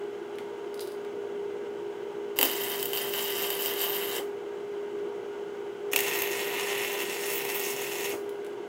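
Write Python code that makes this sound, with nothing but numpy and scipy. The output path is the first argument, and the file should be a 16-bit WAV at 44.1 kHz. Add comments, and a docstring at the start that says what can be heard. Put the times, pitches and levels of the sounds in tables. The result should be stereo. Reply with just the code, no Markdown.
"""A welder's cooling fan hums in an open shed, its pitch sagging under load, over a motor drone and faint whistles.
After a tick of handling and a brief clatter of steel gear, an arc is struck twice inside a large farm machine:
sharp pops, then a frying crackle that rings the steel panels around the seam. Hot slag ticks after the second weld.
The air, roar and gas flares are coloured noise, the fan and motor are tones, and every snap, pop, knock and tick
is an impulse or a tiny spit of noise sent through the ring of steel and the echoes of the shed."""
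import sys
import numpy as np
from scipy import signal
from scipy.fft import rfft, irfft
from scipy.io import wavfile
from scipy.ndimage import uniform_filter1d

SR = 44100
rng = np.random.default_rng(int(sys.argv[2]) if len(sys.argv) > 2 else 0)


def transcribe(signal):
    """Save signal, clipped to [-1, 1], as a 16-bit WAV file at the path in sys.argv[1]."""
    frames = np.atleast_2d(signal).T
    limited = np.clip(frames, -1, 1)
    pcm = np.round(limited * 32767).astype(np.int16)
    wavfile.write(sys.argv[1], SR, pcm)


N = 382788
TIME, FREQS = np.arange(N) / SR, np.fft.rfftfreq(N, 1 / SR)

# The two welds. Each row: first touch, arc alight and arc broken in seconds, scratch of the touch in dB
# against the burning arc, surge on lighting in dB.
ARC_TIMES = [(2.358, 2.432, 4.187, -4, 6.5), (5.911, 5.964, 8.128, -7.5, 0)]


def amp(db):
    """Decibels to gain."""
    return 10 ** (np.asarray(db) / 20)


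def unit(x):
    """Scales to an rms of one."""
    return x / np.sqrt(np.mean(x ** 2) + 1e-20)


def read(points, freqs=FREQS):
    """A spectrum table, joined by straight lines on a log-frequency axis."""
    hz, value = np.transpose(points)
    return np.interp(np.log(freqs + 1), np.log(hz), value)


def follow(rows):
    """The columns of a curve table at every sample."""
    seconds, *columns = np.transpose(rows)
    return [np.interp(TIME, seconds, column) for column in columns]


def add(mix, s, sound):
    """Mixes a stereo sound in at time s, cut off at the end of the mix."""
    part = mix[:, round(s * SR):][:, :sound.shape[1]]
    part += sound[:, :part.shape[1]]


def wander(rate):
    """Random drift of rms one, its movement falling away above rate in Hz."""
    slow = FREQS[:1000]
    noise = rng.standard_normal((len(slow), 2)) @ [1, 1j]
    curve = unit(irfft(noise / np.sqrt(1 + (slow / rate) ** 4), 8 * len(slow)))
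    return np.interp(TIME, np.linspace(0, TIME[-1], len(curve)), curve)


def lifts(resonances, freqs):
    """Decibels that a table of resonances (Hz, width in Hz, lift in dB) adds at each frequency."""
    return sum(db / (1 + (2 * (freqs - hz) / width) ** 2) for hz, width, db in resonances)


def tilted(db_per_octave, freqs):
    """Decibels that brighten or dull the treble, sloping above 1500 Hz."""
    return db_per_octave * np.log2(np.maximum(freqs, 1500))


def air(colour):
    """Stereo noise of the given colour in the shed, most alike left and right in the low mids; mid rms of one."""
    # Likeness of left and right. Each row: frequency in Hz, correlation from 0 to 1.
    likeness_points = [(60, 0), (130, 0.48), (300, 0.62), (640, 0.69), (1400, 0.44), (3100, 0.32),
                       (7000, 0.14)]
    # Peaks and dips the shed's echoes leave in steady air. Each row: frequency and width in Hz, lift in dB.
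    shed_rings = [(277, 18, 5.5), (526, 24, 2), (598, 24, 7.5), (620, 22, -4.5), (838, 49, 2.5),
                  (875, 21, -1.5), (1074, 44, -6), (1274, 37, -2), (1394, 43, -7.5), (1440, 55, 6.5),
                  (1625, 28, 7), (2060, 64, 4.5), (2520, 90, -3), (3000, 90, 2), (3240, 80, -12),
                  (3250, 80, 7), (3630, 200, -6), (6560, 260, 3.5), (7700, 98, 7)]
    common, apart = rfft(rng.standard_normal((2, N)))
    likeness = np.clip(read(likeness_points), -1, 1)
    mid = common * np.sqrt(1 + likeness)
    side = apart * np.sqrt(1 - likeness)
    gain = amp(read(colour) + lifts(shed_rings, FREQS))
    pair = irfft(np.array([mid + side, mid - side]) * gain, N)
    return pair / pair.mean(0).std()


def causal(db):
    """Minimum-phase response with the given gain: it rings after a click, never before."""
    log_gain = np.log(amp(np.maximum(db, db.max() - 80)))  # an 80 dB floor
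    circle = np.r_[log_gain, log_gain[-2:0:-1]]
    return np.exp(np.conj(signal.hilbert(circle)))[:len(db)]


def evened(z, freqs):
    """Echoes cut a comb, left coarser in the treble, but the broad colour is made even."""
    fine, coarse = (uniform_filter1d(abs(z) ** 2, size=bins) for bins in (70, 180))
    return z * causal(-10 * np.log10(np.where(freqs < 3500, fine, coarse)))


def echoes(panel_s, panel_db, shed_db, side_db, shed_t60, side_t60=0.15, size=16384):
    """Spectrum of the path to the microphones: direct snap, a flurry off near panels, the shed's tail."""
    # Sideways share of the echoes. Each row: frequency in Hz, side minus mid in dB before side_db is added.
    side_share = [(300, -10), (1000, -6.5), (2000, -8), (2900, -13), (4500, -0.5), (8000, -9),
                  (13500, -6.5)]
    t, freqs = np.arange(size) / SR, np.fft.rfftfreq(size, 1 / SR)
    near, far, across = rng.standard_normal((3, size))
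    near = near * np.exp(-t / panel_s)
    far = far * amp(-60 * t / shed_t60) * (1 - np.exp(-t / 0.00078))
    across = across * amp(-60 * t / side_t60) * (1 - np.exp(-t / .003))
    snap = (t == 0) * 1.0
    for db, part in [(panel_db, near), (shed_db, far)]:
        snap += amp(db) * part / np.linalg.norm(part)  # levels against the direct snap
    mid, side = (evened(rfft(part), freqs) for part in (snap, across))
    side = side * amp(read(side_share, freqs) + side_db)
    return freqs, np.array([mid + side, mid - side])


def ring(path, colour_db):
    """Stereo response to one click of the given colour, with unit energy in the mid."""
    response = irfft(path * causal(colour_db))
    return response / np.linalg.norm(response.mean(0))


def crack(response, db, length, count=8, size=2048):
    """A few fading snaps within length seconds, evened in colour; db spreads their energy over 3 ms."""
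    snaps = np.zeros(size)
    place, sign = rng.random((2, count))
    at = np.clip((np.arange(count) + place) / count * length * SR, 0, size - 1).astype(int)
    snaps[at] = np.sign(sign - .5) * np.exp(-np.arange(count) / count)
    z = rfft(snaps)
    broad_power = uniform_filter1d(abs(z) ** 2, size=40)
    snaps = irfft(z * causal(-10 * np.log10(broad_power + 1e-9)))
    sound = signal.fftconvolve(response, snaps[None], axes=1)
    return amp(db) * np.sqrt(3 * SR / 1000) * sound / np.linalg.norm(sound.mean(0))


def fan_pitch(waver_hz=0.57):
    """The fan slows while an arc loads the supply and recovers when it breaks, with the rotor's lag."""
    idle_hz, sag_hz, lag_s = 407.5, 4.0, 0.079
    load = sum(1.0 * ((TIME > touch) & (TIME < broken)) for touch, _, broken, *_ in ARC_TIMES)
    keep = np.exp(-1 / (lag_s * SR))
    sag = sag_hz * signal.lfilter([1 - keep], [1, -keep], load)
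    return idle_hz - sag + waver_hz * wander(1.94)


def fan(flutter=0.17, flutter_hz=12, tone_db=0.1, stray=0.17):
    """The blade tone flutters in its own turbulent air; stray echoes differ between the microphones."""
    # Swells and dips of the blade tone. Each row: time in seconds, level in dB before the tone_db trim.
    blade_level = [(0.0, -38), (0.05, -35.5), (0.19, -40), (1.35, -36.5), (1.4, -32.5), (1.52, -38),
                   (4.28, -36), (4.42, -39), (4.92, -36), (4.99, -30.5), (5.06, -37), (5.25, -38.5),
                   (5.7, -37.5), (5.78, -44), (5.85, -35), (7.91, -38), (8.12, -35), (8.68, -40.5)]
    # Rush of the fan's air in the shed. Each row: frequency in Hz, relative level per Hz in dB.
    rush_colour, rush_db = [(350, -23), (600, -0.5), (930, 0.5), (1130, -3), (1530, -4), (1750, -13),
                            (2050, -9), (2450, -12), (3100, -8.5), (3600, -13), (4400, -21.5), (6700, -23),
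                            (8200, -28), (9800, -34.5), (14900, -59), (15600, -48)], -48
    (level_db,) = follow(blade_level)
    turn = np.exp(2j * np.pi * np.cumsum(fan_pitch()) / SR)
    shared, apart = (wander(flutter_hz) + 1j * wander(flutter_hz) for _ in range(2))
    opposite = np.array([[1], [-1]])  # left against right
    blade = (turn * (1 + flutter * shared + stray * opposite * apart)).real
    rush = amp(rush_db + .5 * wander(25)) * air(rush_colour)
    return np.sqrt(2) * amp(level_db + tone_db) * blade + rush


def motor(waver=0.3, waver_hz=4):
    """Motor and mains tones, wavering in level and phase (waver in radians), in the drone of the case."""
    # Each row: tone in Hz, level in dB before it wavers.
    motor_tones = [(240, -62.5), (351.3, -57), (468.4, -52), (585.5, -62), (702.6, -61.5), (936.8, -60.5)]
    # Drone of the welder's case. Each row: frequency in Hz, relative level per Hz in dB.
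    drone_colour, drone_db = [(25, -62), (55, -51), (90, -21.5), (125, -15), (155, -20.5), (185, -10),
                              (215, -13.5), (315, -11), (338, 3), (378, 4), (400, -15.5), (422, -11),
                              (441, 1.5), (456, -1), (480, -4), (510, -7.5), (680, -45)], -43.5
    tones = np.zeros(N)
    for hz, db in motor_tones:
        swell = 1 + 0.48 * wander(waver_hz)
        tones += amp(db) * swell * np.cos(2 * np.pi * hz * TIME + waver * wander(waver_hz))
    return np.sqrt(2) * tones + amp(drone_db) * air(drone_colour)


def out_of_step(pair):
    """Fan and motor, bounced around the shed, reach the two microphones slightly out of step."""
    # Each row: frequency in Hz, lead of the left microphone over the right in radians.
    left_lead = [(100, 0), (405, .24), (520, .1), (720, -.7), (1290, -.8), (2000, .2), (2900, 1),
                 (4100, 2.3)]
    half_lead = np.array([[.5], [-.5]]) * read(left_lead)
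    return irfft(rfft(pair) * np.exp(1j * half_lead), N)


def whistles(spread_hz=22):
    """Faint thin whistles: high tones slightly unsteady in pitch."""
    # Each row: pitch in Hz, level in dB.
    whistle_tones = [(11010, -83), (11950, -90), (14880, -80)]
    tones = np.zeros(N)
    for hz, db in whistle_tones:
        pitch = hz + spread_hz * wander(60)
        tones += amp(db) * np.cos(2 * np.pi * np.cumsum(pitch) / SR)
    return np.sqrt(2) * tones


def clicks(click_db=2):
    """Small hard ticks of handling, then of cooling slag: short snaps, each with its own echoes."""
    # Each row: start in seconds, level in dB before the click_db trim, brightness in dB per octave.
    tick_rows = [(.355, -53, -5), (0.385, -39.5, -8), (1.048, -48, -7.5), (8.2925, -45, -2),
                 (8.446, -49, -3), (8.4648, -48, -4)]
    # Colour of a tick. Each row: frequency in Hz, relative level per Hz in dB.
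    tick_colour = [(300, -26), (1200, -19), (2100, 0.5), (3600, -1), (4800, -7), (6500, -6), (10000, -1),
                   (16000, -3)]
    out = np.zeros((2, N))
    for s, db, tilt in tick_rows:
        freqs, path = echoes(panel_s=0.0033, panel_db=7, shed_db=5.0, side_db=3.0, shed_t60=0.33)
        response = ring(path, read(tick_colour, freqs) + tilted(tilt, freqs))
        add(out, s, crack(response, db + click_db, length=0.0011))
    return out


def clatter(clatter_db=-1.0):
    """Steel gear knocks and scrapes as it is picked up: each contact is a run of tiny slips that ring the steel."""
    # Each row: start in seconds, level in dB before the clatter_db trim, length in seconds,
    # brightness in dB per octave.
    contacts = [(.7428, -42, 0.00087, 0), (.776, -46, .0015, -7), (.7941, -36, 0.00074, -6),
                (0.806, -35, 0.0018, 3), (0.8104, -36.5, .0022, 1), (0.82, -40, .009, -4),
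                (.8732, -40.5, .0016, -1), (.919, -46, .0044, -1)]
    # Colour of the steel. Each row: frequency in Hz, relative level per Hz in dB.
    steel_colour = [(300, -30), (1500, -16), (2600, -8), (3700, 0.5), (5200, -1), (6700, -6), (8000, -4),
                    (10000, -0.5), (12400, -6), (13200, -3), (16000, -6)]
    # Ringing of the steel. Each row: frequency in Hz, width in Hz, lift in dB.
    steel_rings = [(3900, 250, 3), (4680, 260, 4.5), (4930, 260, 4.4), (9800, 400, 1), (13100, 300, 2)]
    out = np.zeros((2, N))
    for s, db, length, tilt in contacts:
        freqs, path = echoes(panel_s=0.0016, panel_db=5, shed_db=4.0, side_db=4.0, shed_t60=0.33)
        colour_db = read(steel_colour, freqs) + lifts(steel_rings, freqs) + tilted(tilt, freqs)
        add(out, s, crack(ring(path, colour_db), db + clatter_db, length, count=20))
    return out


def sputter(spread_db, snaps_per_s, evenness, fizz_db, surge_db, fizz_per_s=3000, spit_s=0.00036,
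            spit_fizz_db=-15, snap_ripple=0.2, spit_ripple=0.25, count=6000):
    """Droplets short the arc at loosely regular moments over fine fizz: each gives a snap and a spit of noise."""
    gaps = np.exp(rng.standard_normal(count) / np.sqrt(evenness))
    at = (np.cumsum(gaps / gaps.mean()) / snaps_per_s * SR).astype(int)
    sizes = amp(spread_db * np.minimum(rng.standard_normal(count), 1.6))
    snaps = np.zeros(N)
    snaps[at[at < N]] = sizes[at < N]
    fizz = unit(rng.standard_normal(N) * (rng.random(N) < fizz_per_s / SR))
    spit_power = signal.lfilter([1], [1, -np.exp(-2 / (spit_s * SR))], snaps ** 2 + 1e-12)
    spits = np.sqrt(spit_power) * rng.standard_normal(N)
    current = np.sin(2 * np.pi * 240 * TIME)  # the current's ripple pulses both
    surge = amp(surge_db * wander(30))
    grain = []
    for x, db, ripple in [(snaps, fizz_db, snap_ripple), (spits, spit_fizz_db, spit_ripple)]:
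        grain.append(unit((unit(x) + amp(db) * fizz) * (1 + ripple * current) * surge))
    return grain


def restless(x, patchy_db=1.15, patch_hz=600, patch_s=.04):
    """The colour of the snaps keeps shifting in small patches of pitch and time."""
    freqs, times, z = signal.stft(x, SR, nperseg=128)
    patches = rng.standard_normal(z.shape)
    for axis, steps in enumerate([patch_hz / freqs[1], patch_s / times[1]]):
        patches = uniform_filter1d(patches, max(round(steps), 1), axis)
    patchy = z * amp(patchy_db * unit(patches))
    return unit(signal.istft(patchy, SR, nperseg=128)[1][:N])


def resonate(x, hz, width):
    """A resonance of gain one that follows the curve hz."""
    turn, r = np.exp(2j * np.pi * np.cumsum(hz) / SR), np.exp(-np.pi * width / SR)
    return 2 * (turn * signal.lfilter([1 - r], [1, -r], x / turn + 1e-18)).real


def roar(burning):
    """Low roar of the arc's hot gas: dark noise that lasts as long as the arc."""
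    # Each row: frequency in Hz, relative level per Hz in dB.
    roar_colour, roar_db = [(30, -37), (70, -25), (130, -2), (200, -5), (350, -2), (700, -0.5),
                            (1200, -11.5), (2500, -10.5)], -44
    return amp(roar_db) * burning * air(roar_colour)


def pops(touch, broken, seam_db):
    """The rod shorts and bursts free: pops, large and small, ring the seam with weak shed echoes and a hard crack."""
    # Each row: start in seconds, level in dB, length in seconds, brightness in dB per octave,
    # lift of the bite in dB.
    pop_rows = [(2.3882, -13.5, .002, -1.7, -4), (2.4121, -13.5, .0018, -1.3, -1),
                (2.429, -11.5, 0.0019, -1.5, -5), (2.445, -25, 0.0011, 4, 0), (2.4505, -15, .0074, 5, 4),
                (2.498, -29, 0.00083, -2, 0), (2.514, -26, 0.0013, 0, 0), (2.8284, -20, .0013, 0.5, -1),
                (2.8565, -20, .0013, 2.5, -4), (2.933, -23, 0.0013, -2.5, -4),
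                (2.974, -22.5, 0.001, -.7, 9), (3.138, -26, .0008, -3, 2), (3.504, -22, 0.00037, -1.5, -2),
                (3.66, -24.5, 0.00061, -2, -2), (3.737, -29, 0.00071, 0, 0), (3.804, -29, 0.00074, -3, 0),
                (4.17, -40, .0008, 0, 0), (5.9332, -17.5, .003, -3.5, -8), (5.9612, -12, .001, -1, 2),
                (5.99, -19.5, 0.00079, -1.5, -1), (6.005, -18.5, 0.0012, 0.5, -1),
                (6.19, -27, 0.00058, -2, 0), (6.2205, -21, 0.00098, 0, 1), (6.848, -29.5, 0.00063, -5, 2),
                (7.003, -27, .0007, -4, 2), (7.2355, -30.5, 0.0022, -5, 0), (7.451, -30, 0.00092, -2.5, 0),
                (7.664, -30, 0.0011, -3, -2)]
    # Colour of a pop against the steady crackle. Each row: frequency in Hz, difference in dB.
    pop_colour = [(100, -20), (600, -4.5), (1500, -5.5), (2700, 3), (3300, 2), (4300, -1.5), (5500, -3),
                  (8000, 3), (13000, 2.5)]
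    bite_hz, bite_width_hz = 4800, 1500
    out = np.zeros((2, N))
    freqs, path = echoes(panel_s=0.0026, panel_db=3, shed_db=-4.5, side_db=-0.5, shed_t60=0.21, side_t60=.04)
    for s, db, length, tilt, bite_db in pop_rows:
        if touch <= s <= broken:
            own_db = tilted(tilt, freqs) + lifts([(bite_hz, bite_width_hz, bite_db)], freqs)
            response = ring(path, seam_db + read(pop_colour, freqs) + own_db)
            add(out, s, crack(response, db, length))
    return out


def weld(arc, burn, hiss_peak, seam, hollow, grain, room, crackle_db, sizzle_db, hiss_db, flicker_db=1.05):
    """One weld: the rod scratches, pops, then burns; every snap rings the steel hollow around the seam."""
    touch, alight, broken, touch_db, surge_db = arc
    scratch = amp(touch_db)
    burning = np.interp(TIME, [touch, touch + 0.0041, alight - .01, alight, broken, broken + 0.0038],
                        [0, scratch, scratch, 1, 1, 0])
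    # a fresh arc settles within about settle_s, and flickers at random
    settle_s, heat_flicker_db, heat_flicker_hz = 0.07, 0.36, 8.1
    heat_db = surge_db * (TIME > alight) * np.exp(-abs(TIME - alight) / settle_s)
    heat_db = heat_db + heat_flicker_db * wander(heat_flicker_hz)
    snaps, spits = (restless(x) * burning * amp(heat_db) for x in grain)

    freqs, path = room
    seam_db = read(seam, freqs) + lifts(hollow, freqs)
    seam_db -= 10 * np.log10(1 + (130 / (freqs + 1)) ** 4)  # so small a source makes no deep bass
    body = path * causal(seam_db)
    # the crackle gives way to sizzle, and the sizzle to hiss, at these frequencies
    sizzle_from_hz, hiss_from_hz = 4360, 11260
    treble = 1 / (1 + (sizzle_from_hz / (freqs + 1)) ** 12)
    top = 1 / (1 + (hiss_from_hz / (freqs + 1)) ** 30)
    crackle, sizzle, hiss = follow(burn)
    bands = [(snaps, 1 - treble, crackle + crackle_db),
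             (spits, treble - top, sizzle + sizzle_db),
             (spits, top, hiss + hiss_db)]
    out = roar(burning)
    for drive, share, db in bands:
        flickering = drive * amp(db + flicker_db * wander(25))
        band = irfft(rfft(flickering) * np.interp(FREQS, freqs, share), N)
        rung = signal.oaconvolve(band[None], irfft(body), axes=1)[:, :N]
        out += rung / np.linalg.norm(irfft(body.mean(0) * share))
    out += pops(touch, broken, seam_db)
    peak_hz, lift_db = follow(hiss_peak)
    return out + (amp(lift_db) - 1) * resonate(out, peak_hz, width=500)


def flares():
    """Short puffs of hot gas as the arc catches, pops or breaks: low noise that swells softly and fades."""
    # Each row: start in seconds, level in dB before the soft onset and fade, fade time in seconds.
    puffs = [(2.385, -29.5, 0.041), (2.424, -29, 0.033), (4.186, -35.5, 0.044), (5.928, -35.5, 0.073),
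             (6.221, -40, 0.02), (8.122, -33.5, 0.052)]
    # Colour of the gas. Each row: frequency in Hz, relative level per Hz in dB.
    gas_colour = [(30, -40), (80, -10), (170, -14.5), (330, 8), (750, 1.5), (1300, -4.5), (2500, -16.5)]
    level = np.zeros(N)
    for s, db, fade in puffs:
        age = np.maximum(TIME - s, 0)
        level += amp(db) * np.exp(-age / fade) * (1 - np.exp(-(age / .005) ** 2))
    return level * air(gas_colour)


def scene():
    """Fan, motor, whistles, ticks, the clatter of gear, a fizzier first weld and a second of more distinct snaps."""
    # Drift of each arc as the rod is fed, one list per weld. Each row: time in seconds, then the levels of
    # the crackle, the treble sizzle and the top hiss in dB, before the trims below.
    burns = [
        [(2.53, -38.5, -42, -37.5), (2.76, -37.5, -42.5, -36.5), (2.84, -43.5, -47, -40),
         (2.92, -43.5, -51, -41), (2.945, -35, -41.5, -35), (3.03, -36.5, -39.5, -35), (3.11, -43.5, -46, -38),
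         (3.16, -33.5, -40, -34), (3.29, -38, -42, -37), (3.42, -35.5, -38.5, -34), (3.51, -37.5, -42, -37),
         (3.57, -38.5, -44.5, -38), (3.65, -36, -39, -33), (3.75, -38.5, -47, -41), (3.81, -35.5, -39.5, -34),
         (3.9, -38.5, -44, -39), (4.16, -36.5, -42, -40)],
        [(5.98, -36.5, -36.5, -39), (6.04, -36.5, -40.5, -39), (6.09, -31, -38.5, -41), (6.19, -36, -42, -40),
         (6.25, -35, -43, -38), (6.33, -36, -41.5, -44), (6.55, -34, -43.5, -44), (6.67, -34, -40.5, -47),
         (6.9, -37, -45.5, -44.5), (6.99, -36.5, -43, -42), (7.2, -38.5, -42.5, -45), (7.27, -38, -39.5, -38),
         (7.36, -37, -38.5, -31), (7.43, -39, -45.5, -44), (7.57, -38.5, -41.5, -38), (7.69, -39, -39.5, -42),
         (7.73, -41.5, -46, -47), (8.04, -38, -41, -43), (8.11, -41, -46, -50)],
    ]
    # The hiss peak or dip shifts as the rod moves along the seam, one list per weld.
    # Each row: time in seconds, frequency in Hz, lift in dB.
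    hiss_peaks = [
        [(2.45, 14300, 0), (2.75, 14300, 2), (2.85, 15100, 1), (2.97, 14400, -2), (3.17, 14300, -3),
         (3.3, 13700, -2), (3.44, 12790, 5), (3.68, 12700, 4), (3.82, 13100, 5.5), (4.15, 13300, 6.5)],
        [(6.0, 13400, -6), (6.14, 13400, 9), (6.23, 13350, 7), (6.42, 13400, 2), (6.85, 13500, 8.5),
         (7.1, 13400, -6), (7.35, 13600, -3), (7.48, 14400, 6), (7.58, 14500, 7), (7.75, 14650, 6),
         (8.1, 14350, 8)],
    ]
    # Colour of the steel hollow around each seam. Each row: frequency in Hz, relative level per Hz in dB.
    seam_1, seam_2 = [(290, -41.5), (500, -12.5), (1000, -7), (1340, -17), (2010, -8), (2290, -11.5),
                      (3020, -1), (3390, -8), (4090, -17), (4800, -13), (6140, -17.5), (7530, -17.5),
                      (11000, -15), (13000, -6), (14200, -6.5), (16000, -7.5)], [(290, -25), (500, -6.5), (668, -10.5), (919, -2.5), (1320, -10.5),
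                                      (1570, -11), (1900, -5.5), (2390, 3), (2650, 2.5), (3150, -7.5),
                                      (4870, -14.5), (6420, -11.5), (10100, -12), (13600, -7),
                                      (16000, -6.5)]
    # Resonances of that hollow. Each row: frequency in Hz, width in Hz, lift in dB.
    hollow_1, hollow_2 = [(1090, 70, -7), (1165, 80, 5), (1573, 90, 4), (2415, 190, -9.5),
                          (2800, 150, -2.5), (3070, 220, 2), (3390, 125, -17.5), (3580, 120, 1),
                          (3820, 110, 6), (4635, 79, 10), (4980, 190, 3.5), (6560, 220, 0), (7490, 420, 7),
                          (9800, 300, 1.5), (11250, 500, -3), (11800, 500, 5), (11900, 200, -2),
                          (15300, 350, 0)], [(1100, 82, -6), (1370, 100, -3), (1650, 130, -2),
                                            (1880, 110, 8), (2388, 200, -10.5), (2840, 180, -1),
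                                            (2980, 100, 0), (3220, 80, -2), (3380, 140, 2.5),
                                            (4450, 110, 0), (4570, 120, 4), (5480, 400, 5), (5800, 270, -4),
                                            (6650, 550, 4.5), (8600, 300, -6), (10280, 530, -10.5),
                                            (10540, 420, 5.5), (12200, 300, 6.5), (15300, 350, -1)]
    fizzy = sputter(spread_db=-0.3, snaps_per_s=185, evenness=10, fizz_db=-4.5, surge_db=0.43)
    snappy = sputter(spread_db=1.9, snaps_per_s=215, evenness=8, fizz_db=-11.5, surge_db=.4)
    drier = echoes(panel_s=0.0018, panel_db=2.5, shed_db=1.0, side_db=0.0, shed_t60=0.15)
    livelier = echoes(panel_s=0.0026, panel_db=3.0, shed_db=3.7, side_db=1.3, shed_t60=.18)
    first = weld(ARC_TIMES[0], burns[0], hiss_peaks[0], seam_1, hollow_1, fizzy, drier,
                 crackle_db=0, sizzle_db=-1.3, hiss_db=1.5)
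    second = weld(ARC_TIMES[1], burns[1], hiss_peaks[1], seam_2, hollow_2, snappy, livelier,
                  crackle_db=0.33, sizzle_db=-0.47, hiss_db=1.5)
    steady = out_of_step(fan() + motor()) + whistles()
    return steady + clicks() + clatter() + first + second + flares()


def record(dry):
    """Two microphone ports of unequal colour, then the band limit."""
    # Microphone balance. Each row: frequency in Hz, left minus right in dB.
    balance = [(50, 2), (110, 5.5), (200, 5), (330, .3), (480, 0), (900, -.6), (2400, .2), (4400, .9),
               (8000, 3), (15000, 2.4)]
    cutoff_hz = 15830
    lean = amp(np.array([[.5], [-.5]]) * read(balance))
    heard = irfft(rfft(dry) * lean / lean.mean(0), N)
    low_pass = signal.firwin(511, cutoff_hz, window=("kaiser", 9), fs=SR)
    return signal.oaconvolve(heard, low_pass[None], "same")


dry = scene()
out = record(dry)
transcribe(out)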